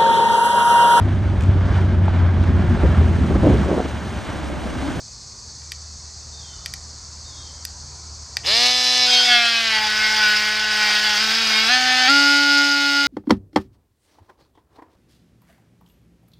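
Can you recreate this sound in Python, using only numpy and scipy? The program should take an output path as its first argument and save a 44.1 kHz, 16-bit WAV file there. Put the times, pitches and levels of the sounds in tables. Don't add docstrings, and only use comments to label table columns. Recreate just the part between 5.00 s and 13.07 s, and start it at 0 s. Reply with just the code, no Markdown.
import sys
import numpy as np
from scipy import signal
from scipy.io import wavfile
from scipy.ndimage import uniform_filter1d, map_coordinates

SR = 44100
rng = np.random.default_rng(int(sys.argv[2]) if len(sys.argv) > 2 else 0)


def inscribe(sig):
    pcm = np.round(np.clip(np.atleast_2d(sig).T, -1, 1) * 32767)
    wavfile.write(sys.argv[1], SR, pcm.astype(np.int16))


N = 355887

# f/Hz, relative density/dB per Hz
AIR_SPECTRUM = [(25, -47), (40, -9.5), (60, -5), (120, -14), (170, -22.5), (260, -25), (600, -26.5),
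                (1020, -22.5), (2430, -34), (3400, -42), (4400, -69)]
# f/Hz, relative density/dB per Hz
CHORUS_SPECTRUM = [(1760, -70), (3000, -24.5), (3460, -15.5), (3570, -8.5), (3760, -12), (3860, -12),
                   (4390, 5), (5430, 1.5), (6420, 4), (7160, -2), (7890, -4.5), (8690, -15), (10200, -27.5),
                   (12800, -39), (14000, -47)]
# t/s, level/dB
HUM_LEVEL = [(0.36, -58), (0.62, -43.5), (3.45, -44.5), (4.02, -63), (4.4, -66), (4.8, -51), (6.83, -53.5),
             (7.78, -70)]
# f/Hz, level/dB
ENGINE_LINES = [(48, -64), (94, -72), (113, -55.5), (136, -59), (156, -66.5), (181, -65), (228, -64.5),
                (380, -74)]
# t/s, level/dB
SINKING = [(3.45, -0.5), (3.9, -6.5), (7, -15), (7.6, -21)]
# t/s, length/s, first f/Hz, last f/Hz, level before swell and trees/dB
BIRDS = [(0, 0.5, 2510, 2490, -64), (.6, .13, 2350, 2300, -62), (.8, .3, 2600, 2590, -66),
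         (1.31, .32, 3670, 3560, -47), (1.39, .21, 3480, 2890, -50), (2.235, .2, 3670, 3690, -48),
         (2.288, 0.24, 3590, 3070, -49)]
# t/s, peak level of the ring/dB, treble lift/dB per octave, share below 1 kHz/dB
CLICKS = [(0.6194, -34, 0, -20), (0.7193, -11, 8, -27), (1.66, -11, 8, -28), (1.738, -12, 11, -24),
          (2.6515, -11.5, 14, -24), (3.3689, -2, 1.5, -14)]
# f/Hz, relative level/dB, t60/s
HOUSING_MODES = [(820, -14, .02), (1850, -7, 0.0084), (2430, -7, .006), (3150, -5, 0.0044),
                 (3720, -8, 0.0074), (4807, 2.5, 0.0072), (5900, -6, 0.0058), (8070, -10, 0.004),
                 (9870, -14.5, 0.0033), (11530, -15.5, .003), (14000, -24, 0.0027)]

# multiple/1, level/dB
FREE = [(1, -25), (2, -9.5), (3, -4), (4, -12.5), (5, -10), (6, -23), (7, -5), (8, -11), (9, -5.5),
        (10, -10.5), (11, -5), (12, -4.5), (13, -14), (14, -0.5), (15, -11), (16, 2.5), (17, -2.5),
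        (18, -4.5), (19, -12), (20, 0), (21, -15), (22, -2.5), (23, -25), (24, -8), (25, -13)]
TOUCHING = [(1, -18), (2, -11.5), (3, -4), (4, -19), (5, -33), (6, -4), (7, -31), (8, -22), (9, -3),
            (10, -9), (11, -6), (12, -9), (13, 1), (14, -3), (15, -3), (16, -7), (17, -5), (18, -1.5),
            (19, -15), (20, 2), (21, -8), (22, -19), (23, -23), (24, -19), (25, -11)]
BITING = [(1, -24), (2, -15.5), (3, -1), (4, -17), (5, -6.5), (6, 0.5), (7, 4.5), (8, -3), (9, 1.5),
          (10, -2), (11, 2.5), (12, -4), (13, 3), (14, 3), (15, -0.5), (16, -10), (17, -2), (18, 0),
          (19, -1.5), (20, -3), (21, -10), (22, -10), (23, -7), (24, -25), (25, -12)]
CUTTING = [(1, -22), (2, -16.5), (3, -16), (4, -8.5), (5, -12), (6, -13.5), (7, 5), (8, -6), (9, -3.5),
           (10, -4.5), (11, -6.5), (12, -10), (13, -7), (14, -9), (15, -8), (16, -7), (17, -21), (18, -9),
           (19, -25), (20, -12), (21, -8), (22, -7), (23, -7.5), (24, -8.5), (25, -19)]
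PUSHING = [(1, -9), (2, -11), (3, -11), (4, -7.5), (5, -8), (6, -5.5), (7, 1.5), (8, -7), (9, -10),
           (10, 1.5), (11, -2), (12, -4), (13, -1.5), (14, -8), (15, 1.5), (16, -16), (17, -0.5), (18, -7),
           (19, -9), (20, -4), (21, -7), (22, 0.5), (23, -3), (24, -15), (25, -20)]
EASING = [(1, -19), (2, -17.5), (3, 3.5), (4, -17), (5, -5), (6, 1.5), (7, 5.5), (8, -2), (9, 1),
          (10, -2.5), (11, -2), (12, -1.5), (13, -2.5), (14, 0), (15, -4), (16, -5), (17, 0), (18, -1),
          (19, -6), (20, -0.5), (21, -10), (22, -19), (23, -22), (24, -14), (25, -7.5)]
THROUGH = [(0.5, -39), (1, -9), (1.5, -29.5), (2, -17.5), (2.5, -18), (3, -9.5), (3.5, -46), (4, -20),
           (4.5, -21), (5, 4.5), (5.5, -24), (6, -16.5), (6.5, -15), (7, -10.5), (7.5, -6), (8, -15),
           (8.5, -12.5), (9, -13.5), (9.5, -15), (10, -10), (10.5, -7.5), (11, -23), (11.5, -21),
           (12, -12.5), (12.5, -19), (13, -14), (13.5, -8.5), (14, -22), (14.5, -22), (15, -9.5),
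           (15.5, -14), (16, -8), (16.5, -23), (17, -8), (17.5, -12), (18, -8.5), (18.5, -16), (19, -24),
           (19.5, -26), (20, -28), (20.5, -25), (21, -31), (21.5, -30), (22, -31), (22.5, -17), (23, -34)]
LINES_BY_STATE = (FREE, TOUCHING, BITING, CUTTING, PUSHING, EASING, THROUGH)
# t/s, state/1 (index into LINES_BY_STATE)
STATE = [(4.05, 0), (4.09, 1), (4.24, 1), (4.3, 2), (4.6, 2), (4.82, 3), (6.17, 3), (6.23, 4), (6.675, 4),
         (6.7, 5), (7.075, 5), (7.1, 6)]
# offset of half multiples/dB, flutter scale/dB, smear/1, load/1,
# first-order shake at full speed over tool level/dB, brightness/dB per octave
MANNER = [(-9.5, 1.5, 0.03, 0.17, -26, 1.46), (-20, 3, 0.13, 0.54, -27.5, .5),
          (-35, 2.5, 0.07, 0.6, -26, 0.6), (-31, 2.5, 0.22, 0.79, -25, 0.54),
          (-25, 2, 0.23, 0.84, -19.5, 0.64), (-17, 3, 0.19, 0.51, -20.5, -0.5),
          (-2.5, 1.5, 0.03, 0.25, -12, 0.5)]
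# f/Hz, relative density/dB per Hz
RASP_FREE = [(100, -41), (350, -47), (800, -19), (1050, -26), (1450, -22), (2100, -20.5), (3500, -10.5),
             (4400, -12.5), (5030, -3), (5600, -14.5), (7000, -19), (10000, -32.5), (14800, -41.5),
             (15800, -60)]
RASP_CUT = [(100, -45), (350, -24), (680, -15), (810, 1), (960, -18), (1500, 2.5), (2200, -2), (3500, -2.5),
            (4400, -3.5), (5030, 0.5), (5600, -4), (7000, -15.5), (14800, -38), (15800, -57)]
# f/Hz, width of each of two passes/Hz, relative level/dB
HIGH_HISS_BANDS = [(13900, 480, -3), (14800, 140, -1)]
# t/s, level/dB
HIGH_HISS_LEVEL = [(3.47, -69), (5.4, -49), (5.7, -58), (5.78, -49), (6.68, -50), (6.72, -56), (8.07, -53)]
# f/Hz, width/Hz, lift while the wood damps them/dB
BOARD = [(720, 69, -6.5), (867, 65, -2.5), (1466, 135, -8.5), (2160, 150, -6), (3310, 210, -2)]
# t/s, length/s, added lift/dB
RINGING = [
    [(4.06, .2, 4.5), (4.27, 0.2, 10.5)],
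    [(4.72, 0.16, 11.5), (5.1, .14, 7), (5.78, 0.12, 7.5), (6.07, 0.073, 7.5)],
    [(4.06, 0.048, 10.5), (4.19, 0.31, 11), (4.88, 0.26, 7.5), (5.19, .17, 10), (5.4, 0.45, 5.5),
     (5.9, 0.18, 5.5), (6.11, 0.072, 5), (6.22, .21, 11.5), (6.5, .1, 9.5), (6.63, 0.074, 8)],
    [(4.27, 0.17, 10), (4.7, 0.083, 12.5), (4.88, .08, 8), (4.99, 0.162, 12), (5.33, 0.26, 8),
     (5.8, 0.12, 9), (6.52, .13, 7)],
    [(4.1, 0.17, 4), (4.29, .13, 6.5), (4.44, .12, 1)],
]
# t/s, f/Hz, level before its rise and decay/dB, t60/s
TWITCH = (3.434, 2000, -38, .04)
# t/s, stroke rate/Hz
SPEED = [(3.7, 250.5), (4.02, 248.9), (4.26, 245.1), (4.38, 236.8), (4.59, 229), (4.75, 216.1),
         (4.86, 213.6), (5.12, 216), (5.26, 211.4), (5.61, 214), (5.94, 210.9), (6.05, 213), (6.17, 207.6),
         (6.19, 219.6), (6.28, 218), (6.36, 226.3), (6.41, 226.4), (6.43, 220.5), (6.55, 217.1),
         (6.675, 225.5), (6.685, 253.6), (7.07, 254.6), (7.078, 283.2), (7.4, 286), (8.07, 283.3)]
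# t/s, level/dB, rasp over tone/dB
EFFORT = [(3.43, -38, -4), (3.47, -21, 2), (3.48, -17.5, -5), (3.66, -14, -5), (3.74, -18, -4.5),
          (4.05, -16, -5.5), (4.15, -13.5, -6), (4.27, -16.5, -3), (4.32, -13, -8), (4.42, -17, -6.5),
          (4.8, -19, -5), (5.29, -17, -3), (5.64, -19.5, -6), (5.83, -17, -3), (6.41, -18.5, -1),
          (6.74, -16, -4.5), (7.07, -15.5, -7), (7.1, -12.5, -7.5), (7.47, -15.5, -9), (7.59, -14.5, -8),
          (7.73, -17.5, -7.5), (8.07, -17.5, -8.5)]

AIR_DB, AIR_START_DB, AIR_RISE_S = -45.5, -3.5, 1.7
INSECTS_DB = -39.5
HUM_HZ, HUM_WANDER_HZ = 75.2, 0.83
WHISTLE_PEAK = .35
WHISTLE_START_DB, WHISTLE_END_DB = 1, -3
GLIDE_BEND = .7
SWITCH_S, HEARD_FROM_S = 3.392, 3.43
SPIN_UP_S, INERTIA_S = .065, .02
SHAKE_DB_PER_OCTAVE = 14
RING_EDGE_S = 0.018
PHASE_SPREAD = 0.58
EDGE_HZ = 15780


def amp(db):
    return 10 ** (np.asarray(db) / 20)


def evened(x):
    return x / np.sqrt(np.mean(x ** 2) + 1e-20)


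def play(rows, t):
    s, *columns = np.transpose(rows)
    return [np.interp(t, s, c) for c in columns]


def read(points, hz):
    f, value = np.transpose(points)
    return np.interp(np.log(hz + 1), np.log(f + 1), value)


def drift(per_s, count):
    steps = int(N / SR * per_s * 2) + 3
    knots = rng.standard_normal((count, steps))
    t = np.arange(0, N, 32) / SR * per_s * 2
    rows = [map_coordinates(k, [t], order=3) for k in knots]
    return np.repeat(rows, 32, axis=1)[:, :N]


def resonate(x, hz, width):
    turn = np.exp(2j * np.pi * np.cumsum(hz * np.ones(len(x))) / SR)
    r = np.exp(-np.pi * width / SR)
    return 2 * (turn * signal.lfilter([1 - r], [1, -r], x / turn)).real


def hiss(field_db, size, patchy_db):
    hz = np.fft.rfftfreq(size, 1 / SR)[:, None]
    t = np.arange(4 * N // size + 6) * size / 4 / SR
    a, b, patches = rng.standard_normal((len(t), len(hz), 3)).T
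    patches = evened(uniform_filter1d(uniform_filter1d(patches, 8, 0), 10, 1))
    z = (a + 1j * b) * amp(field_db(hz, t) + patchy_db * patches)
    return evened(signal.istft(z, nperseg=size, noverlap=size * 3 // 4)[1][:N])


def insects(t):
    throb = 1 + 0.059 * np.cos(2 * np.pi * 13 * t + 4.2 * drift(0.55, count=1)[0])
    noise = hiss(lambda f, s: read(CHORUS_SPECTRUM, f), size=256, patchy_db=0.5)
    return amp(INSECTS_DB) * throb * noise


def moving_air(t):
    level_db = AIR_DB + AIR_START_DB * np.clip(1 - t / AIR_RISE_S, 0, 1)
    return amp(level_db) * hiss(lambda f, s: read(AIR_SPECTRUM, f), size=2048, patchy_db=1.8)


def distant_engine(t):
    hz = HUM_HZ + HUM_WANDER_HZ * drift(1.22, count=1)[0]
    waver = drift(3.5, count=len(ENGINE_LINES) + 1)
    hum_db = play(HUM_LEVEL, t)[0] + 0.91 * waver[-1]
    hum = np.sqrt(2) * amp(hum_db) * np.sin(2 * np.pi * np.cumsum(hz) / SR)
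    lines = sum(amp(db + 4.0 * w) * np.sin(2 * np.pi * f * t + 0.88 * w[::-1])
                for (f, db), w in zip(ENGINE_LINES, waver))
    return hum, np.sqrt(2) * lines


def woods():
    t = np.arange(N) / SR
    hum, lines = distant_engine(t)
    return hum + (insects(t) + moving_air(t) + lines) * amp(play(SINKING, t)[0])


def birds():
    out = np.zeros(N)
    for s, length, first_hz, last_hz, db in BIRDS:
        u = np.arange(round(length * SR)) / (length * SR)
        jitter_hz = 600 * uniform_filter1d(rng.standard_normal(SR), 300)[:len(u)]
        hz = first_hz + (last_hz - first_hz) * u ** GLIDE_BEND + jitter_hz
        swell_db = np.interp(u, [0, WHISTLE_PEAK, 1], [WHISTLE_START_DB, 0, WHISTLE_END_DB])
        whistle = np.sin(2 * np.pi * np.cumsum(hz) / SR) * signal.windows.tukey(len(u), .2)
        at = round(s * SR)
        out[at:at + len(u)] += amp(db + swell_db) * whistle
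    t = np.arange(SR // 2) / SR
    trees = rng.standard_normal(len(t)) * amp(-60 * t / .8)
    scattered = signal.oaconvolve(out, trees / np.linalg.norm(trees))[:N]
    return amp(-4) * out + amp(-3) * scattered


def buttons():
    out, t = np.zeros(N + 4000), np.arange(2000) / SR
    chances = rng.random((len(CLICKS), len(HOUSING_MODES), 2))
    for (s, db, treble_db, bass_db), chance in zip(CLICKS, chances):
        ring = np.zeros(len(t))
        for (f, mode_db, t60), (p, q) in zip(HOUSING_MODES, chance):
            tilt_db = treble_db * max(np.log2(f / 4800), 0) + bass_db * (f < 1000)
            decay_db = mode_db - 60 * t / t60 + tilt_db + 2.4 * (q - .5)
            ring += amp(decay_db) * np.sin(2 * np.pi * (f * t + 0.76 * p))
        ring *= 1 - np.exp(-t / 0.00054)
        ring *= amp(db) / abs(ring).max()
        for delay, echo_db in ((0, -2), (.0026, -11)):
            at = round((s + delay) * SR)
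            out[at:at + len(t)] += amp(echo_db) * ring
    t = np.arange(4000) / SR
    scatter = rng.standard_normal(len(t)) * amp(-60 * t / 0.2) * (t > .003)
    scatter = uniform_filter1d(scatter, size=3)
    tail = signal.oaconvolve(out, scatter / np.linalg.norm(scatter))[:len(out)]
    return (out + amp(-17) * tail)[:N]


def motor(t):
    lag = np.exp(-1 / (INERTIA_S * SR))
    goal = play(SPEED, t)[0]
    spun = 1 - np.exp(-np.maximum(t - SWITCH_S, 1e-3) / SPIN_UP_S)
    lagged = goal[0] + signal.lfilter([1 - lag], [1, -lag], goal - goal[0])
    return spun * lagged, spun


def ringing(t):
    entered = np.clip((t - STATE[0][0]) / RING_EDGE_S, 0, 1)
    buried = entered * np.clip((STATE[-3][0] - t) / RING_EDGE_S, 0, 1)
    lifts = []
    for (_, _, damped_db), spells in zip(BOARD, RINGING):
        lift_db = damped_db * buried
        for s, length, db in spells:
            inside = np.minimum(t - s, s + length - t)
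            lift_db = lift_db + db * np.clip(inside / RING_EDGE_S + .5, 0, 1)
        lifts.append(lift_db)
    return lifts


def stroke_tone(t, hz, spun, turns, state, manner, fast):
    _, flutter_db, smear, _, _, bright = manner
    states = np.arange(len(MANNER))
    rings = ringing(t[::64])
    slow = drift(11, count=12)
    tone, power = np.zeros(N), np.zeros(N)
    for n in range(1, 51):
        k = n / 2
        if n == 2:
            continue
        by_state = [np.interp(k, *np.transpose(lines)) + m[0] * (n % 2)
                    for lines, m in zip(LINES_BY_STATE, MANNER)]
        sweep_db = np.interp(k * spun, *np.transpose(FREE)) - np.interp(k, *np.transpose(FREE))
        bright_db = bright * np.log2(k * hz / 2500)
        gain = amp(np.interp(state, states, by_state) + sweep_db * (k > 4) + bright_db)
        power += gain ** 2 / 2
        lift_db = sum(db * np.exp(-((k * hz[::64] - f) / w) ** 2)
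                      for db, (f, w, _) in zip(rings, BOARD))
        gain *= amp(np.repeat(lift_db, 64)[:N])
        gain *= amp(min(k / 9, 1.3) * flutter_db * slow[n % 12])
        wobble = (k / 9) ** 1.19 * smear * 2.4 * fast[(5 * n) % 12]
        phase = k * turns + PHASE_SPREAD * (rng.random() - .5)
        tone += gain * np.cos(2 * np.pi * phase + wobble)
    return tone / np.sqrt(power + 1e-12)


def gear_and_tooth_rasp(t, turns, manner, fast):
    bright = manner[5]
    states, loads = np.arange(len(MANNER)), np.clip(np.transpose(MANNER)[3], 0, 1)

    def field(f, s):
        load = np.interp(play(STATE, s)[0], states, loads)
        bright_db = np.interp(s, t, bright) * np.log2(np.clip(f, 300, 9000) / 2500)
        return (1 - load) * read(RASP_FREE, f) + load * read(RASP_CUT, f) + bright_db

    rasp = hiss(field, size=512, patchy_db=1.5)
    rasp /= np.sqrt(uniform_filter1d(rasp ** 2, 9000))
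    pulse = 1 + 0.36 * np.cos(4 * np.pi * turns) + 0.12 * np.cos(2 * np.pi * turns)
    pulse += 0.017 * np.cos(np.pi * turns)
    rasp *= pulse * amp(0.8 * fast[0])
    passes = (2 * turns).astype(int)
    return rasp * uniform_filter1d(amp(0.74 * rng.standard_normal(5000)[passes]), 20)


def high_hiss(t):
    white = rng.standard_normal(N)
    bands = [amp(db) * evened(resonate(resonate(white, f, w), f, w)) for f, w, db in HIGH_HISS_BANDS]
    return amp(play(HIGH_HISS_LEVEL, t)[0]) * evened(sum(bands))


def motor_twitch(t):
    start, f, db, t60 = TWITCH
    since = np.maximum(t - start, 0)
    rise = np.minimum(since / 0.0047, 1)
    return amp(db - 60 * since / t60) * np.sin(2 * np.pi * f * since) * rise


def tool():
    t = np.arange(N) / SR
    hz, spun = motor(t)
    turns = np.cumsum(hz) / SR
    level_db, rough_db = play(EFFORT, t)
    state = play(STATE, t)[0]
    manner = [np.interp(state, np.arange(len(MANNER)), c) for c in np.transpose(MANNER)]
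    fast = drift(45, count=12)
    tone = stroke_tone(t, hz, spun, turns, state, manner, fast)
    rasp = gear_and_tooth_rasp(t, turns, manner, fast)
    mix = (tone + amp(rough_db) * rasp) / np.sqrt(1 + amp(2 * rough_db))
    shake_db = manner[4] + SHAKE_DB_PER_OCTAVE * np.log2(spun)
    shake = np.sqrt(2) * amp(shake_db) * np.cos(2 * np.pi * turns)
    running = np.clip((t - HEARD_FROM_S) / 0.02, 0, 1)
    return motor_twitch(t) + running * (amp(level_db) * (mix + shake) + high_hiss(t))


def scene():
    mono = woods() + birds() + buttons() + tool()
    return np.array([mono, mono])


def record(dry):
    dry = dry / (1 + (dry / .9) ** 6) ** (1 / 6)
    dry = signal.sosfilt(signal.butter(6, 40, "high", fs=SR, output="sos"), dry)
    low_pass = signal.firwin(511, EDGE_HZ, window=("kaiser", 9), fs=SR)
    return signal.oaconvolve(dry, low_pass[None], "same")


dry = scene()
out = record(dry)
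inscribe(out)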